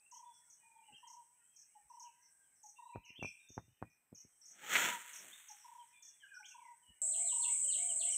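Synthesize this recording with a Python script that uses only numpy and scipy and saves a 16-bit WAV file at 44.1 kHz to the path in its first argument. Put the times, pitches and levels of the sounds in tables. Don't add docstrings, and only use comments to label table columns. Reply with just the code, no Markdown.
import sys
import numpy as np
from scipy import signal
from scipy.fft import rfft, irfft
from scipy.io import wavfile
from scipy.ndimage import uniform_filter1d

SR = 44100
rng = np.random.default_rng(int(sys.argv[2]) if len(sys.argv) > 2 else 0)


def store_wav(level_fs):
    pcm = np.round(np.clip(np.atleast_2d(level_fs), -1, 1) * 32767)
    wavfile.write(sys.argv[1], SR, pcm.T.astype(np.int16))


N = 360297
T = np.arange(N) / SR
FREQS = np.maximum(np.fft.rfftfreq(N, 1 / SR), 1)
JUMP_S = 7.017
WAVER_HZ, WAVER = 21.9, 0.021


def undb(db):
    return 10 ** (np.asarray(db) / 20)


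def unit(x):
    return x / np.sqrt(np.mean(x ** 2))


def add(out, s, x):
    i = max(int(s * SR), 0)
    out[i:i + len(x)] += x[:max(N - i, 0)]


def colour(x, points):
    hz, db = np.transpose(points)
    gain = undb(np.interp(np.log(FREQS), np.log(hz), db))
    return unit(irfft(rfft(x) * gain, N))


def butter(x, hz, kind, order=2):
    return signal.sosfilt(signal.butter(order, hz, kind, fs=SR, output="sos"), x)


def walk(rate):
    k = int(SR / rate)
    steps = np.repeat(rng.standard_normal(N // k + 1), k)
    return unit(uniform_filter1d(uniform_filter1d(steps, k), k)[:N])


def clicks(rate, spread_db):
    hits = rng.random(N) < rate / SR
    return hits * rng.choice([-1, 1], N) * undb(spread_db * rng.standard_normal(N))


def swell(s, hold_s, rise_db_s, fall_db_s):
    return undb(-rise_db_s * np.maximum(s - T, 0) - fall_db_s * np.maximum(T - s - hold_s, 0))


def whistle(length, start_hz, middle_hz, end_hz, edge=0.22, waver=0):
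    u = np.linspace(0, 1, int(max(length, .01) * SR))
    hz = np.polyval(np.polyfit([0, .5, 1], [start_hz, middle_hz, end_hz], 2), u)
    hz = hz * (1 + waver * np.sin(2 * np.pi * (WAVER_HZ * T[:len(u)] + rng.random())))
    tone = np.sqrt(2) * np.sin(2 * np.pi * np.cumsum(hz) / SR)
    return tone * signal.windows.tukey(len(u), min(edge, 1))


def flutter(note, hz, depth):
    pace, phase = rng.random(2)
    rate_hz = hz * (.8 + .4 * pace)
    return note * (1 + depth * np.sin(2 * np.pi * (rate_hz * T[:len(note)] + phase)))


def forest(x, near_db, near_t60, far_db, far_t60):
    t = T[:SR]
    trunks = clicks(1100, 3)[:SR] * undb(-60 * t / near_t60) * (t > .004)
    depth = rng.standard_normal(SR) * undb(-60 * t / far_t60) * (1 - np.exp(-t / 0.041))
    echoes = undb(near_db) * unit(trunks) + undb(far_db) * unit(depth)
    return x + signal.fftconvolve(x, echoes / np.sqrt(SR))[:N]


def screened(db):
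    return np.clip((-54 - db) / 20, 0, .8)


# t/s, level/dB, lead-in note level/dB relative to the trill
TRILLS = [(0.119, -56, -33), (1.026, -56.5, -6.5), (1.897, -54.5, -6.5), (2.783, -53, -7),
          (4.775, -44.5, -15), (5.642, -54.5, -4), (6.542, -55, -7.5), (7.32, -52.5, -18)]
HOOT_GAP_S, HOOT_HZ = .0345, (1030, 966, 895)


def hooting_bird():
    out = np.zeros(N)
    for s, db, lead_db in TRILLS:
        add(out, s - .15, undb(db + lead_db) * whistle(.044, 880, 835, 790, edge=.7))
        for k in np.arange(4):
            pitch = 1 + 0.0042 * rng.standard_normal()
            hoot = whistle(.031, *np.array(HOOT_HZ) * pitch, edge=.8)
            add(out, s + HOOT_GAP_S * k - .001, undb(db - .8) * hoot)
        last = whistle(.075, 985, 955, 925, edge=.4)
        add(out, s + .134, last * undb(db + np.linspace(3, -7, len(last))))
    return forest(out, near_db=-8, near_t60=.38, far_db=-19, far_t60=.75)


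# t/s, number of chips, top pitch f/Hz, level/dB
CHIPS = [(.111, 3, 7350, -57), (0.332, 2, 6260, -66.5), (.498, 2, 7220, -59), (1.071, 3, 7280, -57.5),
         (1.56, 3, 7200, -57.5), (1.89, 3, 6480, -65.5), (1.995, 2, 7240, -55.5), (2.222, 2, 6470, -63.5),
         (2.63, 3, 7300, -56.5), (3.048, 2, 6830, -62), (3.224, 3, 6370, -56), (3.486, 3, 7040, -59.5),
         (4.146, 3, 7100, -56), (4.412, 2, 6160, -60.5), (4.454, 3, 7260, -55.5), (5.13, 3, 7190, -52.5),
         (5.482, 2, 7100, -54), (5.577, 3, 6280, -62), (6.022, 3, 7350, -55.5), (6.341, 3, 6210, -59.5),
         (6.454, 3, 7300, -56.5), (7.335, 3, 5880, -63.5), (8.104, 3, 6670, -52)]
FAR_CHIP_HZ, FAR_CHIP_DB = 6550, -73


def chipping_bird(count=12):
    out, blocked = np.zeros((2, N))
    slot_s = JUMP_S / count
    neighbour = [((k + when) * slot_s, 2, FAR_CHIP_HZ, FAR_CHIP_DB)
                 for k, when in enumerate(rng.random(count))]
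    for s, chips, top_hz, db in CHIPS + neighbour:
        for k in np.arange(round(chips)):
            size_db, bend, stretch = rng.standard_normal(3)
            start, end = top_hz * (1 - 0.006 * k), 5300 * (1 + 0.017 * bend)
            pitches = np.array([start, end + 0.38 * (start - end), end])
            length = 0.016 * (1 + 0.13 * stretch)
            chip = whistle(length, *pitches, edge=0.5)
            chip = chip + undb(-25.0) * whistle(length, *2 * pitches, edge=0.22)
            chip = chip * undb(db + 0.77 * size_db + np.linspace(1, -4.5, len(chip)))
            add(out, s + .0275 * k, chip)
            add(blocked, s + .0275 * k, screened(db) * chip)
    return forest(out, near_db=-1.5, near_t60=.16, far_db=-13, far_t60=.8) - blocked


# t/s, level/dB
LANDINGS = [(0.933, -67), (2.959, -33), (3.104, -58.5), (3.192, -50), (3.227, -32), (3.247, -34.5),
            (3.504, -52), (3.579, -30), (3.682, -66), (3.826, -30), (4.128, -46), (4.25, -57)]
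# f/Hz, t60/s, level/dB
BRANCH_MODES = [(74, 0.078, -42), (109.4, 0.069, -17.5), (190, 0.024, -12.5), (298, 0.0092, -7)]
# delay t/s, level/dB relative to the landing
CONTACTS = [(-.008, -16.5), (0, 0), (.019, -26)]
SOFT_HZ, HARD_HZ, HARD_DB = 264, 980, -29


def thumps():
    out, t = np.zeros(N), T[:SR // 3]
    ring = sum(undb(db) * np.sin(2 * np.pi * hz * t) * undb(-60 * t / t60)
               for hz, t60, db in BRANCH_MODES)
    contacts = [(s + delay, db + part_db) for s, db in LANDINGS for delay, part_db in CONTACTS]
    for s, db in contacts:
        bright_hz = SOFT_HZ + HARD_HZ * undb(db - HARD_DB) ** 0.91
        scuff, shake = rng.standard_normal((2, len(t)))
        push = signal.unit_impulse(len(t)) + undb(-29.5) * scuff * undb(-60 * t / 0.071)
        push = butter(push, bright_hz, "low", order=3)
        push = butter(push, 2040, "low", order=4)
        push = butter(push, 49, "high", order=1)
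        shudder = undb(-23.5) * unit(butter(shake, [60, 200], "band")) * undb(-60 * t / 0.15)
        add(out, s - .0005, undb(db) * (push / np.abs(push).max() + ring + shudder))
    return butter(out, 62, "high", order=3)


# f/Hz, level/dB
LEAF_SPECTRUM = [(290, -49), (500, -11.5), (696, -22.5), (940, -11), (1130, -16), (1270, -2), (2100, -2),
                 (2680, -7.5), (3420, -6), (3790, -14.5), (4760, -24.5), (6920, -7), (8340, -12.5),
                 (9490, -27.5), (15500, -18)]
# f/Hz, level/dB
SETTLING_SPECTRUM = [(290, -38), (500, -30.5), (940, -11.5), (1740, -3), (2010, -2), (2610, -4.5),
                     (3370, -4.5), (4760, -27), (5500, -32), (6260, -5.5), (8460, -1.5), (9490, -12),
                     (15500, -13.5)]
# f/Hz, level/dB
BOUGH_SPECTRUM = [(18, -76.5), (30, -32), (199, 5), (328, 2.5), (357, 6), (436, 1.5), (697, 3.5), (862, 2),
                  (900, -2), (1170, -25.5), (1980, -120)]
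# t/s, peak level/dB
SNAPS = [(4.7497, -20.5), (4.7545, -15), (4.7576, -15), (4.7606, -17), (4.7648, -20.5), (4.7672, -18)]


def foliage():
    crash = undb(-35.5) * swell(4.733, hold_s=0.12, rise_db_s=211.5, fall_db_s=128)
    settle = undb(-55.5) * swell(5.104, hold_s=0.032, rise_db_s=49, fall_db_s=28.5)
    plunge = undb(-50) * swell(4.761, hold_s=0.12, rise_db_s=143, fall_db_s=198)
    swing_back = undb(-70) * swell(5.2, hold_s=0.076, rise_db_s=216.5, fall_db_s=171)
    settled = np.clip((T - 4.88) / 0.31, 0, 1)
    slapping, dropping = clicks(4000, 3.5), clicks(2500, 4)
    slaps = np.sqrt(1 - settled) * colour(slapping, LEAF_SPECTRUM)
    slaps = slaps + np.sqrt(settled) * colour(dropping, SETTLING_SPECTRUM)
    slaps = butter(slaps, 120, "high") * undb(1.52 + 0.99 * walk(70))
    whoosh = butter(colour(clicks(2000, 2.7), BOUGH_SPECTRUM), 60, "high") * undb(0.5 * walk(50))
    out = np.hypot(crash, settle) * slaps + np.hypot(plunge, swing_back) * whoosh
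    t = T[:SR // 50]
    for s, db in SNAPS:
        crack = np.sin(2 * np.pi * 2150 * t) * undb(-60 * t / 0.0041)
        crack = crack + 0.18 * rng.standard_normal(len(t)) * undb(-60 * t / 0.00068)
        crack = butter(crack, 920, "high")
        add(out, s, undb(db) * crack / np.abs(crack).max())
    return out


# f/Hz, level/dB
CICADA_SPECTRUM = [(5000, -58), (5200, -43.5), (6050, -36.5), (6400, -18.5), (7100, -11.5), (7750, 0),
                   (8350, 1), (8800, -12), (9300, -19), (10000, -23), (11400, -39.5), (12700, -37),
                   (13900, -46), (15300, -34)]
# f/Hz, level/dB relative to one another
TYMBALS = [(6799, -70.5), (6928, -86), (7144, -63.5), (7246, -61), (7477, -59.5), (7693, -51), (7747, -50),
           (8070, -51.5), (8317, -50), (8646, -54.5), (8909, -60)]


def cicadas():
    buzz = colour(clicks(3500, 0.8), CICADA_SPECTRUM)
    rings, width_hz = 0, 11
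    for hz, db in TYMBALS:
        resonance = 1 / (1 + ((FREQS - hz) / width_hz) ** 2)
        rings = rings + undb(db) * unit(irfft(rfft(clicks(900, 2.1)) * resonance, N))
    return (undb(-4.0) * buzz + undb(-5.0) * unit(rings)) * undb(-34.5 + .5 * walk(35))


# t/s, length/s, level/dB ahead of a 3 dB trim, low after-note level/dB relative to the slur
SLURS = [(7.118, 0.038, -59.5, -6), (7.244, 0.086, -59.5, -27), (7.414, 0.041, -53, -9.5),
         (7.707, 0.046, -52.5, -11), (7.994, 0.037, -52, -10)]
SLUR_HZ, AFTERNOTE_HZ = (4550, 3645, 2567), (2030, 2244, 2430)
AFTERNOTE_GAP_S, AFTERNOTE_S = .016, 0.0798


def slurring_bird():
    out = np.zeros(N)
    for s, length, db, after_db in SLURS:
        slur = flutter(whistle(length, *SLUR_HZ, edge=.2, waver=WAVER), hz=73.1, depth=0.43)
        add(out, s, slur * undb(db + np.linspace(-5, 5, len(slur))))
        after = whistle(AFTERNOTE_S, *AFTERNOTE_HZ, edge=0.52, waver=WAVER)
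        after = flutter(after, hz=51.2, depth=0.52)
        add(out, s + length + AFTERNOTE_GAP_S, undb(db + after_db) * after)
    return undb(-3) * forest(out, near_db=4, near_t60=.28, far_db=-3, far_t60=.55)


# t/s, level/dB
PIPS = [(7.634, -64), (7.678, -51.5), (7.886, -51.5), (8.069, -56), (8.119, -51)]


def pipping_bird():
    out = np.zeros(N)
    for s, db in PIPS:
        add(out, s, undb(db) * whistle(0.038, 3180, 3050, 2750, edge=0.41))
    return forest(out, near_db=-8, near_t60=0.15, far_db=-22, far_t60=.55)


# t/s, length/s, pitch f/Hz, glide/octaves, level/dB ahead of a 1.5 dB lift
CHIRPS = [(0, 0.069, 2620, .14, -74), (0.099, 0.086, 3010, 0.29, -77.5), (2.041, 0.036, 2866, -0.34, -69),
          (2.741, .21, 3760, .2, -82), (2.758, 0.017, 2698, 0.058, -66.5), (2.875, 0.024, 2795, -.2, -70.5),
          (2.934, 0.025, 2456, 0.175, -64), (3.03, 0.0723, 2704, -0.39, -64.5),
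          (3.044, .053, 2220, -.23, -70), (3.077, 0.033, 2730, 0.276, -60), (3.146, 0.042, 3140, 0.3, -60),
          (3.194, 0.066, 2703, -.08, -55.5), (3.23, 0.0305, 2386, .1, -49.5),
          (5.319, 0.029, 3476, 0.32, -58.5), (5.78, .035, 3200, -.16, -70),
          (5.927, 0.03, 2476, -0.083, -67.5), (6.199, 0.049, 3030, -0.17, -66.5),
          (6.223, 0.036, 1635, -.25, -59), (6.267, 0.092, 2514, -.04, -71),
          (6.304, 0.08, 1563, -.25, -57.5), (6.428, 0.035, 2824, 0.77, -60.5),
          (6.504, 0.025, 2703, -0.25, -64), (6.582, 0.11, 2158, -0.34, -69.5)]
# t/s, length/s, pitch f/Hz, level/dB ahead of the same lift
HELD = [(0.235, .16, 3425, -75.5), (.592, 0.25, 2415, -78.5), (1.48, 0.07, 3210, -85),
        (2.149, .31, 1610, -82), (3.382, 0.17, 3636, -73), (3.783, 0.13, 2470, -78),
        (5.924, 0.21, 3470, -73.5), (6.822, 0.091, 2936, -70.5)]
CHIRP_BEND, HELD_SAG = 0.026, .05
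WARBLE_S, WARBLE_GAP_S, WARBLE_NOTE_S = .824, 0.096, 0.06
WARBLE_HZ, WARBLE_STEP_HZ, WARBLE_ARCH = 3020, 108.8, .18


def songbirds(count=3):
    notes = []
    for s, length, hz, glide, db in CHIRPS:
        octaves = np.array([-glide / 2, CHIRP_BEND * np.sign(glide), glide / 2])
        notes.append((s, db, whistle(length, *hz * 2 ** octaves, waver=WAVER / 2)))
    sag = 2 ** (HELD_SAG / 2)
    for s, length, hz, db in HELD:
        notes.append((s, db, whistle(length, hz * sag, hz, hz / sag, waver=WAVER / 2)))
    for k in range(count):
        top = WARBLE_HZ + k * WARBLE_STEP_HZ
        foot = top * (1 - WARBLE_ARCH)
        db = -63.5 - 8.5 * abs(k - 1)
        notes.append((WARBLE_S + k * WARBLE_GAP_S, db, whistle(WARBLE_NOTE_S, foot, top, foot, waver=WAVER)))
    out, blocked = np.zeros((2, N))
    for s, db, note in notes:
        note = undb(db) * flutter(note, hz=49.7, depth=0.59)
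        add(out, s, note)
        add(blocked, s, screened(db) * note)
    return undb(1.5) * (forest(out, near_db=-2, near_t60=.27, far_db=-10, far_t60=.65) - blocked)


# t/s, length/s, pitch f/Hz, level/dB
COOS = [(.629, 0.097, 931, -75.5), (0.747, .07, 911, -67), (7.017, 0.12, 678, -63), (7.15, .16, 692.7, -61),
        (7.155, 0.061, 866, -72), (7.634, 0.14, 591, -69), (7.775, 0.15, 708, -64.5),
        (7.901, 0.11, 645.4, -66.5), (7.915, 0.044, 860, -73), (7.996, .13, 691, -60.5)]


def cooing_bird():
    out = np.zeros(N)
    for s, length, hz, db in COOS:
        foot = hz * (1 - 0.046)
        coo = whistle(length, foot, hz, foot, edge=0.14)
        add(out, s, undb(db) * flutter(coo, hz=47.2, depth=.5))
    return forest(out, near_db=-7.5, near_t60=0.28, far_db=-7.5, far_t60=0.37)


# t/s, length/s, level/dB, low edge f/Hz, high edge f/Hz
BUMPS = [(0.888, 0.079, -78.5, 91, 393), (1.827, 0.051, -83, 35, 88), (2.948, .04, -53, 50, 107),
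         (3.602, .15, -75.5, 68.4, 126), (6.88, 0.045, -71, 60, 145)]


def bumps():
    out = np.zeros(N)
    for s, length, db, low_hz, high_hz in BUMPS:
        size = int(length * SR)
        noise = butter(rng.standard_normal(SR), [low_hz, high_hz], "band")[-size:]
        add(out, s, undb(db) * unit(noise * np.hanning(size)))
    return butter(out, 42, "high", order=4)


def far_birds(count=150):
    out = np.zeros(N)
    for when, pitch, slope, size in rng.random((count, 4)):
        hz, glide = 1400 + 1750 * pitch, 1 + 0.35 * (slope - .5)
        slur = whistle(0.1, hz / glide, hz, hz * glide, edge=0.97)
        add(out, when * N / SR, undb(-97 + 4 * size) * slur)
    return forest(out, near_db=8, near_t60=.25, far_db=-1, far_t60=.6)


# f/Hz, level/dB
FAR_SPECTRUM = [(5000, -56), (5500, -17.5), (6600, -8.5), (7200, -15.5), (7700, 6), (8300, 8.5), (8800, 3),
                (9300, -16.5), (10200, -5), (11300, -25), (12700, -17), (14000, -32), (15300, -15)]
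# t/s, length/s, depth level/dB
LULLS = [(2.063, 0.18, -4.5), (2.991, 0.19, -15), (3.51, 0.63, -12.5)]
LULL_ONSET_S, LULL_RECOVERY = 0.071, 0.43


def far_insects():
    lull_db = 0
    for s, length, db in LULLS:
        corners = [s - LULL_ONSET_S, s, s + length, s + length * (1 + LULL_RECOVERY)]
        lull_db = lull_db + np.interp(T, corners, [0, db, db, 0])
    hiss = undb(-88) * unit(butter(rng.standard_normal(N), [10500, 15500], "band"))
    sizzle = colour(clicks(9800, 5.2), FAR_SPECTRUM)
    sizzle = unit(forest(sizzle, near_db=-7.0, near_t60=0.046, far_db=-23.0, far_t60=0.54))
    return sizzle * undb(-71.5 + lull_db + 0.98 * walk(25)) + hiss


# f/Hz, level/dB
AIR_FIRST = [(18, -29), (30, -7), (49, -7.5), (129, -4.5), (588, -10.5), (846, -4.5), (1120, -9),
             (1950, -5.5), (2930, -14.5), (4690, -24.5), (5000, -2.5), (6500, -67), (11000, -120)]
# f/Hz, level/dB
AIR_SECOND = [(18, -49), (30, -24), (48, -5), (475, -12), (846, -8), (1870, -8), (2260, 0), (2580, -8.5),
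              (3120, -5), (3790, -14), (5000, -48), (6500, -70), (11000, -120)]


def air(spectrum, db):
    return colour(rng.standard_normal(N), spectrum) * undb(db + 1.0 * walk(3.38))


def scene():
    first = far_insects() + air(AIR_FIRST, -86.0) + thumps() + bumps() + foliage()
    second = cicadas() + air(AIR_SECOND, -74.0) + slurring_bird() + pipping_bird()
    birds = hooting_bird() + chipping_bird() + songbirds() + cooing_bird() + far_birds()
    return (np.where(T < JUMP_S, first, second) + birds)[None]


def record(dry):
    dip_db = -16 * np.exp(-((FREQS - 4880) / 190) ** 2)
    coloured = irfft(rfft(dry) * undb(dip_db), N)
    return signal.sosfilt(signal.ellip(10, .2, 70, 15550, fs=SR, output="sos"), coloured)


dry = scene()
out = record(dry)
store_wav(out)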